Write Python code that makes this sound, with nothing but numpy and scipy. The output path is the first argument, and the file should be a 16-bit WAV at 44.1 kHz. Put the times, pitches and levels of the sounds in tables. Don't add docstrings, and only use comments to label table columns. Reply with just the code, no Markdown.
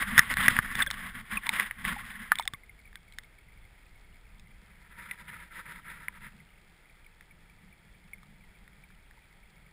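import sys
import numpy as np
from scipy import signal
from scipy.fft import rfft, irfft, next_fast_len
from scipy.io import wavfile
from scipy.ndimage import uniform_filter1d

SR = 44100
rng = np.random.default_rng(int(sys.argv[2]) if len(sys.argv) > 2 else 0)


def int16_out(signal):
    q = np.round(np.clip(np.atleast_2d(signal).T, -1, 1) * 32767)
    wavfile.write(sys.argv[1], SR, q.astype(np.int16))


N = 428652

# start_s, depth (0-1)
DEPTH = [(0, 0), (1.5, .1), (2.4, .3), (4.9, .8), (6.3, .85), (7.2, 1)]

# freq_hz, density_db
STREAM_COLOUR = [(150, -38.5), (250, -7), (264, -5.5), (440, -6.5), (543, -9.5), (932, -6.5), (1090, -13.5),
                 (1210, -7), (1540, -7), (2220, -2), (2930, -15), (3340, -9), (3860, -16.5), (5090, -17.5),
                 (5800, -20.5), (7540, -57), (12800, -120)]

# freq_hz, density_db
RUMBLE_COLOUR = [(8.8, -30), (15, -1), (27, -1.5), (40, -2.5), (52, -4.5), (76, -11.5), (136, -15.5),
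                 (220, -25.5), (290, -57.5), (480, -120)]
# start_s, level_db
RUMBLE_LEVEL = [(0, -45.5), (0.5, -46.5), (1.05, -50), (1.35, -50.5), (1.5, -59), (1.9, -53), (2.1, -58.5),
                (2.7, -56), (3.3, -58), (4.0, -56), (4.5, -56.5), (4.8, -60), (6.3, -58.5), (6.7, -64),
                (7.3, -59.5), (8.5, -58.5), (9.72, -61.5)]
# start_s, level_db
BOOM_LEVEL = [(2.5, -71), (3.0, -69), (3.45, -77.5), (4.3, -68.5), (5.0, -68), (6.3, -63), (6.9, -74.5),
              (7.35, -61.5), (7.9, -64.5), (8.35, -60), (8.8, -63.5), (9.1, -70), (9.55, -64.5)]
RUMBLE_GAIN_DB, BOOM_TRIM_DB = 0.5, -2.0
EDDY_DB = 2
SURGE_RUMBLE_DB = -4.5

# surface_hz, under_water_hz, width_hz
BOOM_MODE = (216, 174, 70)
WALL_MODE = (1125, 925, 72)

# start_s, length_s, rush_db, boom_db
SURGES = [(0.0, 0.028, -28, -42.5), (0.069, 0.088, -34.5, -41), (0.165, 0.027, -26.5, -38),
          (0.207, .07, -38.5, -54), (0.298, 0.026, -29.5, -39.5), (0.374, 0.086, -28, -35.5),
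          (0.486, 0.098, -31.5, -42.5), (0.616, 0.18, -37.5, -48), (0.778, 0.042, -29.5, -45.5),
          (0.908, 0.14, -44, -53), (1.021, 0.075, -41.5, -51), (1.147, 0.062, -44, -48),
          (1.306, 0.069, -35, -44), (1.432, 0.16, -41.5, -58), (1.52, 0.11, -31.5, -50.5),
          (1.64, 0.032, -40, -52), (1.775, 0.09, -46.5, -49), (1.849, 0.085, -33.5, -43),
          (1.942, .29, -45, -53), (2.253, 0.17, -51, -57), (4.976, 0.16, -48.5, -61.5),
          (5.18, 0.042, -47.5, -64), (5.279, 0.056, -46, -61.5), (5.344, 0.1, -50.5, -59),
          (5.512, 0.1, -46, -60.5), (5.657, 0.063, -45.5, -58), (5.745, 0.032, -47, -55.5),
          (5.85, 0.21, -49, -58.5), (6.132, 0.044, -52.5, -58.5), (6.21, 0.068, -50, -54)]
SURGE_ATTACK_S, RUSH_T60_S, BOOM_T60_S = 0.027, 0.096, 0.13

# start_s, end_s, gap_s, pitch_hz, first_db, last_db
TRICKLES = [(2.76, 4.5, .1, 2187, -44.5, -56), (6.898, 9.5, .21, 2303, -47.5, -52)]
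TRICKLE_PITCH_SPREAD = 0.022
TRICKLE_SPREAD_DB = 2
TRICKLE_JITTER = 0.15

# start_s, pitch_hz, level_db
BUBBLES = [(0.802, 1710, -12.5), (0.809, 1535, -13.5), (0.822, 3480, -11.5), (0.867, 1600, -18.5),
           (0.873, 3330, -24.5), (0.874, 557, -38), (1.3715, 2456, -14.5), (1.374, 1103, -25),
           (1.468, 940, -27), (1.493, 886, -26), (1.963, 823, -27), (2.386, 3460, -27), (2.397, 905, -26.5),
           (2.407, 2150, -28.5), (2.433, 3500, -37), (2.456, 766, -39), (2.48, 1090, -38.5),
           (2.537, 1116, -33), (2.544, 2090, -31.5), (2.634, 2080, -40.5), (2.694, 2110, -37),
           (2.875, 2190, -42.5), (2.962, 1560, -45), (3.192, 2000, -43), (5.113, 1980, -23),
           (6.087, 980, -42), (6.402, 2040, -43), (7.063, 2190, -42.5), (8.133, 2166, -28),
           (8.837, 2267, -42.5), (9.174, 910, -49)]

# freq_hz, level_db, t60_s
CASE_MODES = [(785, -16.5, 0.043), (970, -13, .04), (1226, 2.5, 0.042), (1400, -7.5, 0.036),
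              (1753, 3.5, .041), (2087, -6, .016)]
# freq_hz, level_db, t60_s
CRACK_MODES = [(3090, -4.5, 0.0071), (3520, -1, 0.012), (3930, -3.5, 0.0073), (4670, -7, 0.0048),
               (5380, -3, .006)]

GRIT_PER_S = 2
GRIT_DB, GRIT_SPREAD_DB = -68.5, 7

# start_s, level_db
THUMPS = [(0.179, -29), (0.4813, -25), (0.513, -34.5), (0.5886, -28.5), (0.752, -39), (0.872, -43.5),
          (1.8516, -36.5), (2.5357, -44.5)]
THUMP_HZ, THUMP_T60_S, THUMP_SLOSH_DB = 136, 0.028, -8

# freq_hz, density_db
DIPPING_COLOUR = [(180, -49.5), (300, -17.5), (409, -24.5), (616, -22), (809, -18.5), (974, -12.5),
                  (1120, -9), (1280, -8.5), (1880, 0.5), (2070, -1.5), (2470, -12.5), (3580, -15),
                  (4420, -28.5), (5060, -22.5), (5800, -33.5), (7540, -62), (12800, -120)]
UNDER_COLOUR = [(180, -42.5), (300, -16.5), (457, -21.5), (511, -16.5), (760, -27), (950, -8.5),
                (1090, -16), (1340, -1.5), (1480, -5), (1970, 0), (2900, -18), (3580, -15), (4580, -29.5),
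                (5060, -22), (5800, -37), (7540, -66.5), (12800, -120)]
# start_s, level_db
FLOW_LEVEL = [(0, -46), (0.7, -50), (1.25, -52), (2.3, -57), (2.7, -85), (4.5, -75.5), (4.95, -55.5),
              (5.25, -59), (6.2, -61.5), (6.55, -76.5)]

# start_s, level_db, pitch_hz, crack_db
KNOCKS = [(0.1785, -12.5, 1800, -25.5), (0.1805, -13.5, 1720, -47), (0.1852, -19, 1580, -26),
          (0.1918, -1.5, 1855, -20.5), (0.3389, -29.5, 1840, -39), (0.3697, -25, 1770, -39),
          (0.4815, -10, 1770, -32), (0.4847, -15, 1950, -39), (0.566, -24, 1880, -62),
          (0.5887, -18, 1640, -59), (0.753, -31, 1890, -35), (0.8198, -29, 1640, -36),
          (0.8633, -35, 1970, -45), (0.903, -32, 2040, -42), (0.911, -36, 1540, -31.5),
          (0.9406, -43, 1710, -50), (1.467, -32, 2180, -37), (1.4916, -22, 2170, -27.5),
          (1.5977, -20, 1960, -37), (1.7104, -30.5, 1970, -68), (1.8504, -26.5, 1990, -52),
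          (2.3185, -15, 1560, -60), (2.355, -38, 2070, -37), (2.3861, -34.5, 2260, -35),
          (2.3963, -29.5, 920, -35.5), (2.424, -48, 2000, -49), (2.4536, -49, 1740, -48),
          (2.4762, -28.5, 2070, -28), (2.5356, -42, 1620, -41), (2.929, -55, 1703, -68),
          (2.9558, -44, 1906, -46), (3.1231, -58.5, 2200, -56), (3.185, -38, 1870, -41.5),
          (3.235, -59, 1990, -60), (4.396, -64, 2250, -57.5), (5.1111, -35.5, 2300, -49.5),
          (6.083, -29.5, 2090, -68), (7.209, -51, 1910, -63), (8.231, -58.5, 1213, -63.5),
          (8.678, -53, 1900, -67.5), (8.9037, -58.5, 1680, -74), (9.11, -57, 1820, -69.5)]
# pitch_hz, ring_db (against the knock)
RING_BY_PITCH = [(950, -8.5), (1570, -5), (1800, -18), (2150, -22)]
THUD_DB, THUD_LOSS_DB = -25.5, 14

CLIP_LEVEL = 0.64
HOLD_HZ, TOP_HZ = 12000, 15400


def undb(db):
    return 10 ** (np.asarray(db) / 20)


def unit(x):
    return x / np.sqrt(np.mean(x ** 2) + 1e-20)


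def curve(table):
    s, *columns = np.transpose(table)
    return [np.interp(np.arange(N) / SR, s, c) for c in columns]


def colour(x, points):
    hz, db = np.transpose(points)
    size = next_fast_len(N, True)
    f = np.maximum(np.arange(size // 2 + 1) * SR / size, 1)
    gain = undb(np.interp(np.log(f), np.log(hz), db)) * (f > hz[0]) * (f < hz[-1])
    return irfft(rfft(x, size) * gain, size)[:N]


def resonate(x, hz, width_hz):
    return signal.lfilter(*signal.iirpeak(hz, hz / width_hz, fs=SR), x)


def cut(x, hz, kind, order=2):
    return signal.sosfilt(signal.butter(order, hz, kind, fs=SR, output="sos"), x)


def walk(rate):
    k = max(int(SR / rate), 1)
    steps = np.repeat(rng.standard_normal(N // k + 1), k)
    smooth = uniform_filter1d(uniform_filter1d(steps, k), k)
    return unit(smooth[:N])


def fade(t, t60):
    return np.exp(-np.log(1000) * t / max(t60, 1e-4))


def add(out, s, sound):
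    i = int(np.clip(s * SR, 0, N - 1))
    out[i:i + len(sound)] += sound[:N - i]


def crackle(rate, spread_db):
    size = undb(spread_db * np.minimum(rng.exponential(size=N), 4))
    struck = rng.random(N) < rate / SR
    return unit(struck * size * rng.choice([-1, 1], N))


def bubble(hz, cycles, sag):
    life = cycles / hz
    t = np.arange(int(life * SR)) / SR
    pitch = hz * (1 + sag * (1 / 4 - t / life))
    swell = 1 - np.exp(-t * hz / 2.5)
    return np.sin(2 * np.pi * np.cumsum(pitch) / SR) * fade(t, life) * swell


def loaded(mode, depth):
    surface_hz, under_hz, width_hz = mode
    noise = rng.standard_normal(N) + 1j * rng.standard_normal(N)
    stir = cut(noise, width_hz / 2, "lowpass", order=3)
    hz = surface_hz + (under_hz - surface_hz) * depth
    return unit(np.real(stir * np.exp(2j * np.pi * np.cumsum(hz) / SR)))


def surging(levels_db, t60):
    t = np.arange(N) / SR
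    starts, lengths, *_ = np.transpose(SURGES)
    power = np.zeros(N)
    for s, length, db in zip(starts, lengths, levels_db):
        swell = np.clip((t - s) / SURGE_ATTACK_S + 0.5, 0, 1)
        drain = fade(np.clip(t - s - length, 0, 1), t60)
        power += (undb(db) * swell * drain) ** 2
    return np.sqrt(power)


def churn(x, flicker_db):
    centres = 400 * 2 ** (np.arange(9) / 2)
    size = next_fast_len(N, True)
    octave = np.log2(np.maximum(np.arange(size // 2 + 1) * SR / size, 1))
    spectrum = rfft(x, size)
    out = np.zeros(N)
    for one in np.eye(len(centres)):
        share = np.interp(octave, np.log2(centres), one)
        band = irfft(spectrum * share, size)[:N]
        out += band * undb(flicker_db * walk(55))
    return unit(out)


def stream():
    wash = unit(colour(rng.standard_normal(N), STREAM_COLOUR)) * undb(-63.88 + 0.44 * walk(20))
    sand = unit(cut(crackle(rate=22, spread_db=1.0), [3000, 5200], "bandpass"))
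    simmer = np.zeros(N)
    for when, pitch, size in rng.random((380, 3)):
        smallness = pitch ** 4
        blip = bubble(2080 + 1400 * smallness, cycles=44, sag=0.055)
        add(simmer, when * N / SR, undb(-57.5 + 11 * size ** 2 - 6 * smallness) * blip)
    return wash + undb(-80.5) * sand + simmer


def current(depth):
    rumble_db, = curve(RUMBLE_LEVEL)
    boom_db, = curve(BOOM_LEVEL)
    eddies_db = EDDY_DB * walk(12)
    _, _, _, surge_boom_db = np.transpose(SURGES)
    surges = surging(surge_boom_db, BOOM_T60_S)

    rumble = unit(colour(rng.standard_normal(N), RUMBLE_COLOUR))
    steady_rumble = undb(rumble_db + RUMBLE_GAIN_DB + 0.6 * eddies_db)
    rumble = rumble * np.hypot(steady_rumble, undb(SURGE_RUMBLE_DB) * surges)

    gurgle = unit(cut(rng.standard_normal(N), [95, 215], "bandpass", order=4))
    boom = loaded(BOOM_MODE, depth) + undb(-8) * gurgle
    boom_gain = np.hypot(undb(boom_db + eddies_db), surges)
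    return rumble + boom * boom_gain * undb(1.8 * walk(25) + BOOM_TRIM_DB)


def grit():
    out = np.zeros(N)
    t = np.arange(int(0.02 * SR)) / SR
    count = int(GRIT_PER_S * N / SR)
    for when, size, *shares in rng.random((count, 2 + len(CRACK_MODES))):
        tick = np.zeros(len(t))
        for share, (hz, db, t60) in zip(shares, CRACK_MODES):
            tick += share * undb(db) * fade(t, t60) * np.sin(2 * np.pi * hz * t)
        add(out, when * N / SR, undb(GRIT_DB + GRIT_SPREAD_DB * size) * tick)
    return out


def trickles():
    out = np.zeros(N)
    for start, end, gap, hz, first_db, last_db in TRICKLES:
        for s in np.arange(start, end, gap):
            late, pitch, size = rng.standard_normal(3)
            db = np.interp(s, [start, end], [first_db, last_db]) + TRICKLE_SPREAD_DB * size
            blip = bubble(hz * np.exp(TRICKLE_PITCH_SPREAD * pitch), cycles=76, sag=0.14)
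            add(out, s + TRICKLE_JITTER * gap * late, undb(db) * blip)
    return out


def bubbles():
    out = np.zeros(N)
    for s, hz, db in BUBBLES:
        add(out, s, undb(db) * bubble(hz, cycles=58 * (hz / 2000) ** 0.63, sag=0.14))
    return out


def thumps():
    out = np.zeros(N)
    t = np.arange(int(0.08 * SR)) / SR
    for s, db in THUMPS:
        slosh = unit(cut(rng.standard_normal(len(t)), 380, "lowpass"))
        push = np.sin(2 * np.pi * THUMP_HZ * t) + undb(THUMP_SLOSH_DB) * slosh
        add(out, s, 2 * undb(db) * cut(push * fade(t, THUMP_T60_S), 550, "lowpass"))
    return out


def rush(depth):
    drive = rng.standard_normal(N) + crackle(rate=1700, spread_db=0)
    under = np.clip(2 * depth - 0.5, 0, 1)
    dipping = unit(colour(drive, DIPPING_COLOUR))
    covered = unit(colour(drive, UNDER_COLOUR))
    body = (1 - under) * dipping + under * covered
    drumming = churn(body, flicker_db=1.5) + undb(-15) * loaded(WALL_MODE, depth)

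    drops = resonate(resonate(crackle(rate=210, spread_db=3.5), 3200, 500), 3520, 800)
    spray = unit(drops) * undb(3 * walk(7.4))
    foam = np.zeros(N)
    for when, pitch, size in rng.random((1500, 3)):
        blip = bubble(1200 + 1250 * pitch, cycles=25, sag=0.079)
        add(foam, when * N / SR, undb(14 * size ** 2) * blip)
    sound = drumming + undb(-18) * (1 - under) * spray + undb(-9.5) * unit(foam)

    flow_db, = curve(FLOW_LEVEL)
    _, _, surge_rush_db, _ = np.transpose(SURGES)
    level = np.hypot(undb(flow_db), surging(surge_rush_db, RUSH_T60_S))
    return unit(sound) * level * undb(2.1 * walk(90))


def strength(x):
    head = int(0.006 * SR)
    return x / np.sqrt(np.mean(x[:head] ** 2))


def wall(x):
    return strength(cut(cut(x, 700, "highpass", order=4), 3000, "lowpass", order=3))


def knocks():
    out = np.zeros(N)
    t = np.arange(int(0.08 * SR)) / SR
    onset = 1 - np.exp(-t / 0.0006)
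    for s, db, hz, crack_db in KNOCKS:
        ring_db = db + np.interp(hz, *np.transpose(RING_BY_PITCH))
        depth = np.interp(s, *np.transpose(DEPTH))
        thud_db = db + THUD_DB - THUD_LOSS_DB * np.sqrt(depth)

        pock = strength(np.sin(2 * np.pi * hz * t) * fade(t, 0.0061) * onset)
        splash = strength(resonate(rng.standard_normal(len(t)) * fade(t, 0.009), hz, 900))
        body = wall(pock + undb(-10.5) * splash)

        ring = np.zeros(len(t))
        for mode_hz, mode_db, t60 in CASE_MODES:
            gain = undb(mode_db - 7 * np.log2(mode_hz / hz) ** 2)
            detuned_hz = mode_hz * (1 + 0.005 * rng.standard_normal())
            ring += gain * fade(t, t60) * np.sin(2 * np.pi * detuned_hz * t)

        crack = np.zeros(len(t))
        for mode_hz, mode_db, t60 in CRACK_MODES:
            gain = undb(mode_db + 3.5 * rng.standard_normal())
            detuned_hz = mode_hz * (1 + 0.02 * rng.standard_normal())
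            crack += gain * fade(t, t60) * onset * np.sin(2 * np.pi * (detuned_hz * t + rng.random()))

        thud = strength(cut(np.sin(2 * np.pi * 140 * t) * fade(t, 0.026), 310, "lowpass"))
        add(out, s, undb(db) * body + undb(ring_db) * wall(ring))
        add(out, s, undb(crack_db) * strength(crack) + undb(thud_db) * thud)
    return out


def scene():
    depth, = curve(DEPTH)
    background = stream() + current(depth)
    details = grit() + trickles() + bubbles() + thumps()
    sound = background + details + rush(depth) + knocks()
    return np.array([sound, sound])


def record(dry):
    narrow = signal.sosfilt(signal.butter(10, 5800, fs=SR, output="sos"), dry)
    slow = signal.resample_poly(narrow, HOLD_HZ, SR, axis=1, window=("kaiser", 8))
    loud = CLIP_LEVEL * slow / (CLIP_LEVEL ** 4 + slow ** 4) ** (1 / 4)
    steps = np.repeat(loud, 8, axis=1)
    held = signal.resample_poly(steps, SR, 8 * HOLD_HZ, axis=1)[:, :N]
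    return signal.sosfilt(signal.ellip(8, 0.2, 70, TOP_HZ, fs=SR, output="sos"), held)


dry = scene()
out = record(dry)
int16_out(out)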